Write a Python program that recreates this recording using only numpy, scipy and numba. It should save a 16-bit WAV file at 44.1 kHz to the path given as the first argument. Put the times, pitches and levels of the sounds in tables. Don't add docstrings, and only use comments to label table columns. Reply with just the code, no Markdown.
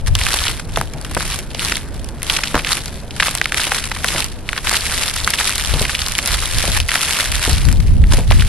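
import sys
import numpy as np
from scipy import signal
from scipy.fft import rfft, irfft
from scipy.io import wavfile
from scipy.ndimage import uniform_filter1d
from numba import njit

SR = 44100
rng = np.random.default_rng(int(sys.argv[2]) if len(sys.argv) > 2 else 0)


def boost(x):
    u = np.asarray(x, float) / 20
    return 10 ** u


def output_pcm(signal):
    pcm = np.clip(np.atleast_2d(signal).T, -1, 1) * 32767
    wavfile.write(sys.argv[1], SR, np.round(pcm).astype(np.int16))


N = 374320


def level(x, db):
    return x * boost(db) / np.sqrt(np.mean(x ** 2))


def on_hz(table):
    hz, value = np.transpose(table)
    return np.interp(np.log(np.fft.rfftfreq(N, 1 / SR) + 1), np.log(hz), value)


def colour(x, table):
    return irfft(rfft(x) * boost(on_hz(table)), N)


def walk(rate):
    hold = int(SR / rate)
    steps = np.repeat(rng.standard_normal(N // 256), hold)[:N + hold]
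    slewed = uniform_filter1d(uniform_filter1d(steps, hold), hold)
    return 0.94 * slewed[:N]


def pair(likeness):
    c = np.clip(likeness, 0, 1)
    mid, side = rng.standard_normal((2, N))
    opposed = side * np.array([[1], [-1]])
    return (np.sqrt(1 + c) * mid + np.sqrt(1 - c) * opposed) / np.sqrt(2)


def swells(table, rise_db, fall_db, rest_db):
    t = np.arange(0, N, 32) / SR
    power = 0
    for s, held, db in table:
        early, late = np.maximum(s - t, 0), np.maximum(t - s - held, 0)
        power = power + boost(2 * (db - rise_db * early - fall_db * late))
    return 10 * np.log10(np.interp(np.arange(N) / SR, t, power) + boost(2 * rest_db))


@njit
def chirps(start, hz, size, cycles, lead, settle):
    out = np.zeros(N + 8192)
    for e in range(len(start)):
        step = 2 * np.pi * hz[e] / SR
        fall = np.exp(-hz[e] / SR / settle)
        length = cycles[e] * SR / hz[e]
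        over, phase = lead, 0.
        for i in range(int(7 * length)):
            phase += min(step * (.85 + over), 2.)
            envelope = np.sqrt(i / length) * np.exp(-i / length)
            out[int(start[e]) + i] += size[e] * envelope * np.sin(phase)
            over *= fall
    return out[:N] / np.sqrt(.5 / np.e)


def fractures(at, hz, db, turns, lag_spread):
    chance = rng.standard_normal((len(at), 4)).T
    size = boost(db) * np.sign(chance[0])
    cycles = turns * (hz / 2000) ** 0.68 * np.exp(0.086 * chance[1])
    lag, pan = lag_spread * chance[2], boost(0.72 * chance[3])
    return np.array([chirps(at + lag / 2 + 9, hz, size * pan, cycles, 0.91, 0.38),
                     chirps(at - lag / 2 + 9, hz, size / pan, cycles, 0.71, 0.64)])


def puffs(at, db, ms, table, likeness):
    hits = np.bincount(at.astype(int), boost(2 * db), N)[:N]
    gate = signal.lfilter([1], [1, -np.exp(-1000 / (ms * SR))], hits)
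    return np.sqrt(gate) * level(colour(pair(likeness), table), 0)


def swarm(at, hz, db, ms, count):
    chance = rng.standard_normal((len(at), count, 2))
    wait = rng.exponential(size=(len(at), count)) * ms * SR / 1000
    pitch = np.clip(hz[:, None] * np.exp(0.57 * chance[..., 0]), 200, 6000)
    size = db[:, None] + 2 * chance[..., 1] - 900 * wait / SR
    when = np.minimum(at[:, None] + wait, N - 40)
    return fractures(when.ravel(), pitch.ravel(), size.ravel(), turns=0.68, lag_spread=1.6)


# t/s, level/dB
BREEZE = [
    (0, -25),
    (2, -28.5),
    (3.2, -32),
    (4.4, -29.5),
    (5.2, -26),
    (5.4, -35.5),
    (5.6, -28.5),
    (6.9, -35),
    (7.2, -36),
]
# t/s, held/s, level/dB
GUSTS = [(.05, 0.076, -16.5), (.14, 0.13, -18.5), (4.62, .06, -27), (5.72, 0.11, -17.5), (5.88, .14, -32),
         (6.3, 0.096, -19), (6.54, 0.059, -16), (6.66, .08, -20.5), (6.8, 0.039, -15), (7.29, .07, -19),
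         (7.5, 0.19, -10.5), (7.68, 0.052, -9), (7.79, 0.27, -11.5), (8.1, .15, -12.5), (8.3, 0.053, -9),
         (8.4, .1, -12)]


def buffeting():
    t, db = np.transpose(BREEZE)
    breeze_db = np.interp(np.arange(N) / SR, t, db)
    return swells(GUSTS, rise_db=258, fall_db=139, rest_db=breeze_db)


# f/Hz, level/dB
GUST_SPECTRUM = [(12, -15), (22, 0.5), (50, 1), (90, -3.5), (150, -18), (600, -112)]
# f/Hz, level/dB
FLUTTER_SPECTRUM = [(60, -32), (120, 4), (190, -3), (330, -15.5), (600, -30), (1500, -89)]


def wind():
    db = buffeting()
    throb = 3.2 * np.array([walk(14), walk(14)])
    windward = .035 * np.maximum(db + 32, 0) * np.array([[1], [-1]])
    rumble = level(colour(pair(likeness=.25), GUST_SPECTRUM), 0)
    flutter = boost(1.0 * (db + 7) - 9) * level(colour(pair(likeness=.25), FLUTTER_SPECTRUM), 0)
    return boost(db + 0.43 + throb + windward) * (rumble + flutter)


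# f/Hz, level/dB
AIR_SPECTRUM = [(90, -18), (130, 4), (300, -5), (850, -20.5), (1600, -17), (6600, -55), (10600, -49),
                (12800, -50)]


def air():
    gust_duck = -.4 * np.maximum(buffeting() + 28, 0)
    crunch_duck = -0.61 * (uniform_filter1d(load(), SR) + 28.5)
    return boost(gust_duck + crunch_duck) * level(colour(pair(0.93), AIR_SPECTRUM), -37)


# t/s, held/s, level/dB
PRESSES = [(.21, 0.28, -21), (.77, 0.018, -29), (1.05, 0.071, -37.5), (1.22, 0.12, -22.5), (1.62, 0.1, -21),
           (2.315, 0.037, -18), (2.43, 0.17, -28.5), (2.7, 0.044, -18), (2.88, .08, -34.5),
           (3.235, 0.043, -20), (3.35, .15, -32.5), (3.57, .21, -20), (3.86, 0.31, -30),
           (4.07, 0.13, -19.5), (4.5, 0.15, -35), (4.69, 0.085, -18), (4.87, 0.2, -18.5), (5.15, .2, -23.5),
           (5.4, 0.11, -18), (5.6, 0.32, -22), (6.0, 0.29, -25), (6.29, 0.06, -18.5), (6.43, 0.15, -20.5),
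           (6.63, .12, -18.5), (6.93, .33, -18), (7.36, 0.17, -19.5), (7.62, 0.092, -28), (7.8, 0.074, -37),
           (8.135, 0.047, -25), (8.32, 0.26, -27)]


def load():
    return swells(PRESSES, rise_db=236, fall_db=158, rest_db=-42)


# f/Hz, level/dB
SHEET_SPECTRUM = [(300, -6.5), (700, -2), (1300, -1.5), (2300, 0.5), (4000, -1.5), (5500, -5.5),
                  (7500, -9.5)]
# f/Hz, level/dB
SPLINTER_SPECTRUM = [(3000, -16), (5200, -4), (6800, -6), (10500, -3), (11900, -9), (13000, -62)]
# f/Hz, level/dB
SLUSH_SPECTRUM = [(150, 8.5), (300, -1), (550, 0.5), (900, -4), (1600, -30), (5000, -83)]


def crunch(count=10000):
    load_db = load()
    burst_db = 3.1 * walk(90)
    chance = rng.random((count, 3)).T
    at = chance[0] * (N - 40)
    hz = 1000 * (5000 / 1000) ** chance[1]
    burst_there = burst_db[at.astype(int)]
    db = np.minimum(-3.9 * np.log(1 - chance[2]), 17) + burst_there
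    flake_db = db + 4.13 * np.log2(hz / 2000)
    grains = level(fractures(at, hz, flake_db, turns=0.74, lag_spread=2.1), -3.4)
    grind = boost(burst_db - 7) * level(colour(pair(0.87), SHEET_SPECTRUM), 0)
    spit = puffs(at, db - burst_there / 2, ms=1.0, table=SPLINTER_SPECTRUM, likeness=0.23)
    spit = level(spit, -4.5)
    squelch_db = 0.028 * (load_db + 32.5) + 3.2 * walk(40)
    slush = boost(squelch_db) * level(colour(pair(0.91), SLUSH_SPECTRUM), -36)
    return boost(load_db) * (grains + grind + spit) + slush


# t/s, level/dB (rms), f/Hz (centre)
TEARS = [(.062, -17, 3060), (.079, -10, 2670), (.285, -14, 2030), (.34, -1.5, 2820), (.368, -13, 2700),
         (.416, -20, 1600), (.596, -12.5, 2478), (.07, -10.5, 2300), (1.047, -15.5, 2000),
         (1.112, -15, 2500), (1.174, -10, 1520), (8.134, -3, 3300), (1.993, -23, 3520), (2.087, -19, 3920),
         (3.163, -13.5, 2080), (3.575, -12, 3560), (3.746, -6, 3020), (3.84, -8, 1850),
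         (4.647, -11.5, 2230), (4.712, -5.5, 1970), (4.728, -6, 2400), (4.767, -7, 2930), (4.853, -6, 3400),
         (5.161, -6.5, 3260), (5.474, -2, 3270), (6.344, -13, 3300), (7.029, -1.5, 2650),
         (7.317, -3.5, 2440), (7.801, -16.5, 1800), (8.121, -6.5, 1400)]


def tears():
    s, db, hz = np.transpose(TEARS)
    spit = puffs(s * SR, db - 10.5, ms=2.5, table=SPLINTER_SPECTRUM, likeness=0.35)
    return swarm(s * SR, hz, db - 6.0, ms=4.8, count=12) + spit


# t/s, level/dB (peak), f/Hz (chirp centre)
SNAPS = [(.2135, 0.5, 2340), (.266, 2, 1770), (.3884, -.5, 3500), (.4383, -0.5, 4600), (.4815, 1.5, 3280),
         (1.2065, -4.5, 1340), (1.7552, -1.5, 3870), (2.2984, 10, 3280), (2.4734, -4, 3280),
         (2.5775, -2, 1110), (2.6472, -0.5, 2560), (2.7212, 0, 4560), (3.1082, -10.5, 3160),
         (3.4142, 8, 1920), (3.4435, -7, 3430), (3.4568, 3.5, 2110), (3.7814, -6, 3670), (4.161, -4, 2020),
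         (4.49, 0.5, 2400), (4.5305, -1, 1660), (4.5639, -8, 1820), (4.7438, .5, 1750), (5.3874, 1.5, 2660),
         (5.852, -1, 2360), (5.9503, 3.5, 2940), (6.9165, 0, 1770), (8.0395, -9.5, 2060),
         (8.3965, -4, 2650), (8.4085, -3, 3560), (8.4218, -4, 1740)]
# t/s, level/dB (peak), f/Hz (chirp centre)
SPLITS = [(.7728, 2, 780), (.8127, -0.5, 1080), (1.594, -1.5, 2920), (2.5538, 1.5, 1290), (3.2312, 0, 3300),
          (3.5217, 1, 1790), (3.5443, 1, 2010), (3.6415, -3, 2940), (4.0444, 5.5, 1700), (4.0857, 0, 3130),
          (5.0802, -1, 4000), (5.0979, -4, 3880), (5.2017, -6, 4080), (5.2453, 0.5, 4440),
          (5.2754, 6.5, 1350), (5.58, -1, 4540), (5.6486, -1.5, 3600), (5.74, -2.5, 3400),
          (5.9915, -4, 3200), (6.1144, -10, 3020), (6.152, -1, 3520), (6.1879, 6, 2300), (6.8017, 4, 3200),
          (6.9555, 6, 1960), (7.4372, -2.5, 2960), (7.6868, -5, 1830), (7.882, -16.5, 2670),
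          (8.3116, 0.5, 636), (2.2198, -10.5, 2160), (.1521, 8, 3520)]
# t/s, level/dB (peak), f/Hz (chirp centre)
CRACKS = [(.759, -9.5, 4000), (3.6685, -10, 2050), (.466, -5, 3100), (1.167, -4.5, 780),
          (1.3198, -10.5, 2740), (1.5464, -10, 3170), (1.72, -3, 2880), (2.3642, -3, 2980),
          (2.3864, -7, 1530), (2.435, -1.5, 2230), (2.5435, -2, 1140), (2.5619, -5, 537),
          (2.5916, -5.5, 2640), (2.6688, -5.5, 1870), (3.1993, 2, 2430), (3.2243, -1, 1600),
          (3.2818, -6.5, 2700), (3.5952, -7.5, 1980), (3.7177, -4.5, 1540), (3.9152, -4, 1930),
          (3.963, -13.5, 1830), (4.577, -5, 2000), (4.6703, -2, 2160), (5.3361, -1, 2500),
          (5.4072, -4.5, 1930), (5.894, -5.5, 1950), (6.0168, -5.5, 3660), (6.89, -3, 2320),
          (8.305, -7, 2680), (8.3188, -1.5, 2480)]
# t/s, level/dB (splinters), f/Hz (chirp centre)
FLAKES = [(.74, -18.5, 3580), (.9364, -11, 3950), (1.013, -10.5, 1120), (1.1484, -1.5, 3260),
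          (1.3893, -4, 2600), (1.768, -1.5, 1980), (1.9428, -16.5, 1610), (2.0444, -13.5, 2940),
          (2.2305, -2.5, 3710), (2.8584, -6.5, 4430), (3.3103, -4, 4020), (3.3513, 2.5, 3540),
          (3.3746, -5, 3520), (3.855, -6, 2520), (4.2434, -1, 3180), (5.1394, -4.5, 3200),
          (5.3041, 3, 3490), (5.556, 2.5, 2900), (5.8184, 0.5, 2800), (6.084, -3, 2970),
          (6.1203, -1.5, 3080), (6.1821, 1, 2520), (6.2592, 2, 4130), (6.2748, 0, 3480),
          (6.404, -3.5, 3430), (6.5842, 4, 4060), (6.8855, -0.5, 2750), (7.4944, -3, 2280),
          (7.727, -8, 2850), (8.345, -15, 2230)]
# events, chirp level/dB, splinter level/dB, rattle level/dB, relative to the event's
BREAKS = [
    (SNAPS, .1, -14, -18.5),
    (SPLITS, .1, -5.5, -19),
    (CRACKS, .1, -8.5, -6),
    (FLAKES, -21, .1, -17.5),
]


def cracks():
    rows = []
    for events, chirp, spit, rattle in BREAKS:
        for s, db, hz in events:
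            rows.append((s, db + chirp, hz, db + spit, db + rattle))
    s, db, hz, spit_db, rattle_db = np.transpose(rows)
    at = s * SR
    spit = puffs(at, spit_db - 5.0, ms=0.33, table=SPLINTER_SPECTRUM, likeness=0.44)
    aftershocks = swarm(at + 50, hz, rattle_db + .5, ms=3.2, count=10)
    return fractures(at, hz, db - 2.5, turns=.72, lag_spread=0.9) + spit + aftershocks


# t/s, level/dB (peak), f/Hz
KNOCKS = [(.7725, -11.5, 400), (.8125, -19, 420), (1.1664, -15, 400), (2.545, -6, 356), (4.148, -11, 398),
          (5.738, -11.5, 500), (5.76, -22, 420), (5.813, -12, 437), (6.64, -16.5, 600), (6.68, -14, 440),
          (7.478, -10.5, 410), (7.492, -19, 372), (8.137, -12.5, 415), (8.184, -10.5, 378)]


def knocks():
    s, db, hz = np.transpose(KNOCKS)
    slosh = puffs(s * SR, db - 7.5, ms=14, table=SLUSH_SPECTRUM, likeness=1.0)
    return fractures(s * SR, hz, db, turns=1.0, lag_spread=1.4) + slosh


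# f/Hz, phase/rad
PORT_PHASE = [(4500, 0.053), (5500, 1.94), (6500, 3.1), (9200, 5.7), (12500, 8.1)]


def scene():
    left, right = cracks() + tears() + knocks() + crunch()
    right = irfft(rfft(right) * np.exp(-1j * on_hz(PORT_PHASE)), N)
    return np.array([left, right]) + wind() + air()


def band_limit(x):
    return signal.sosfilt(signal.butter(12, 13340, fs=SR, output="sos"), x)


def record(dry):
    top_cut = signal.ellip(8, .2, 45, 12700, fs=SR, output="sos")
    mix = np.clip(signal.sosfilt(top_cut, dry), -1, 1)
    return band_limit(mix)


dry = scene()
out = record(dry)
output_pcm(out)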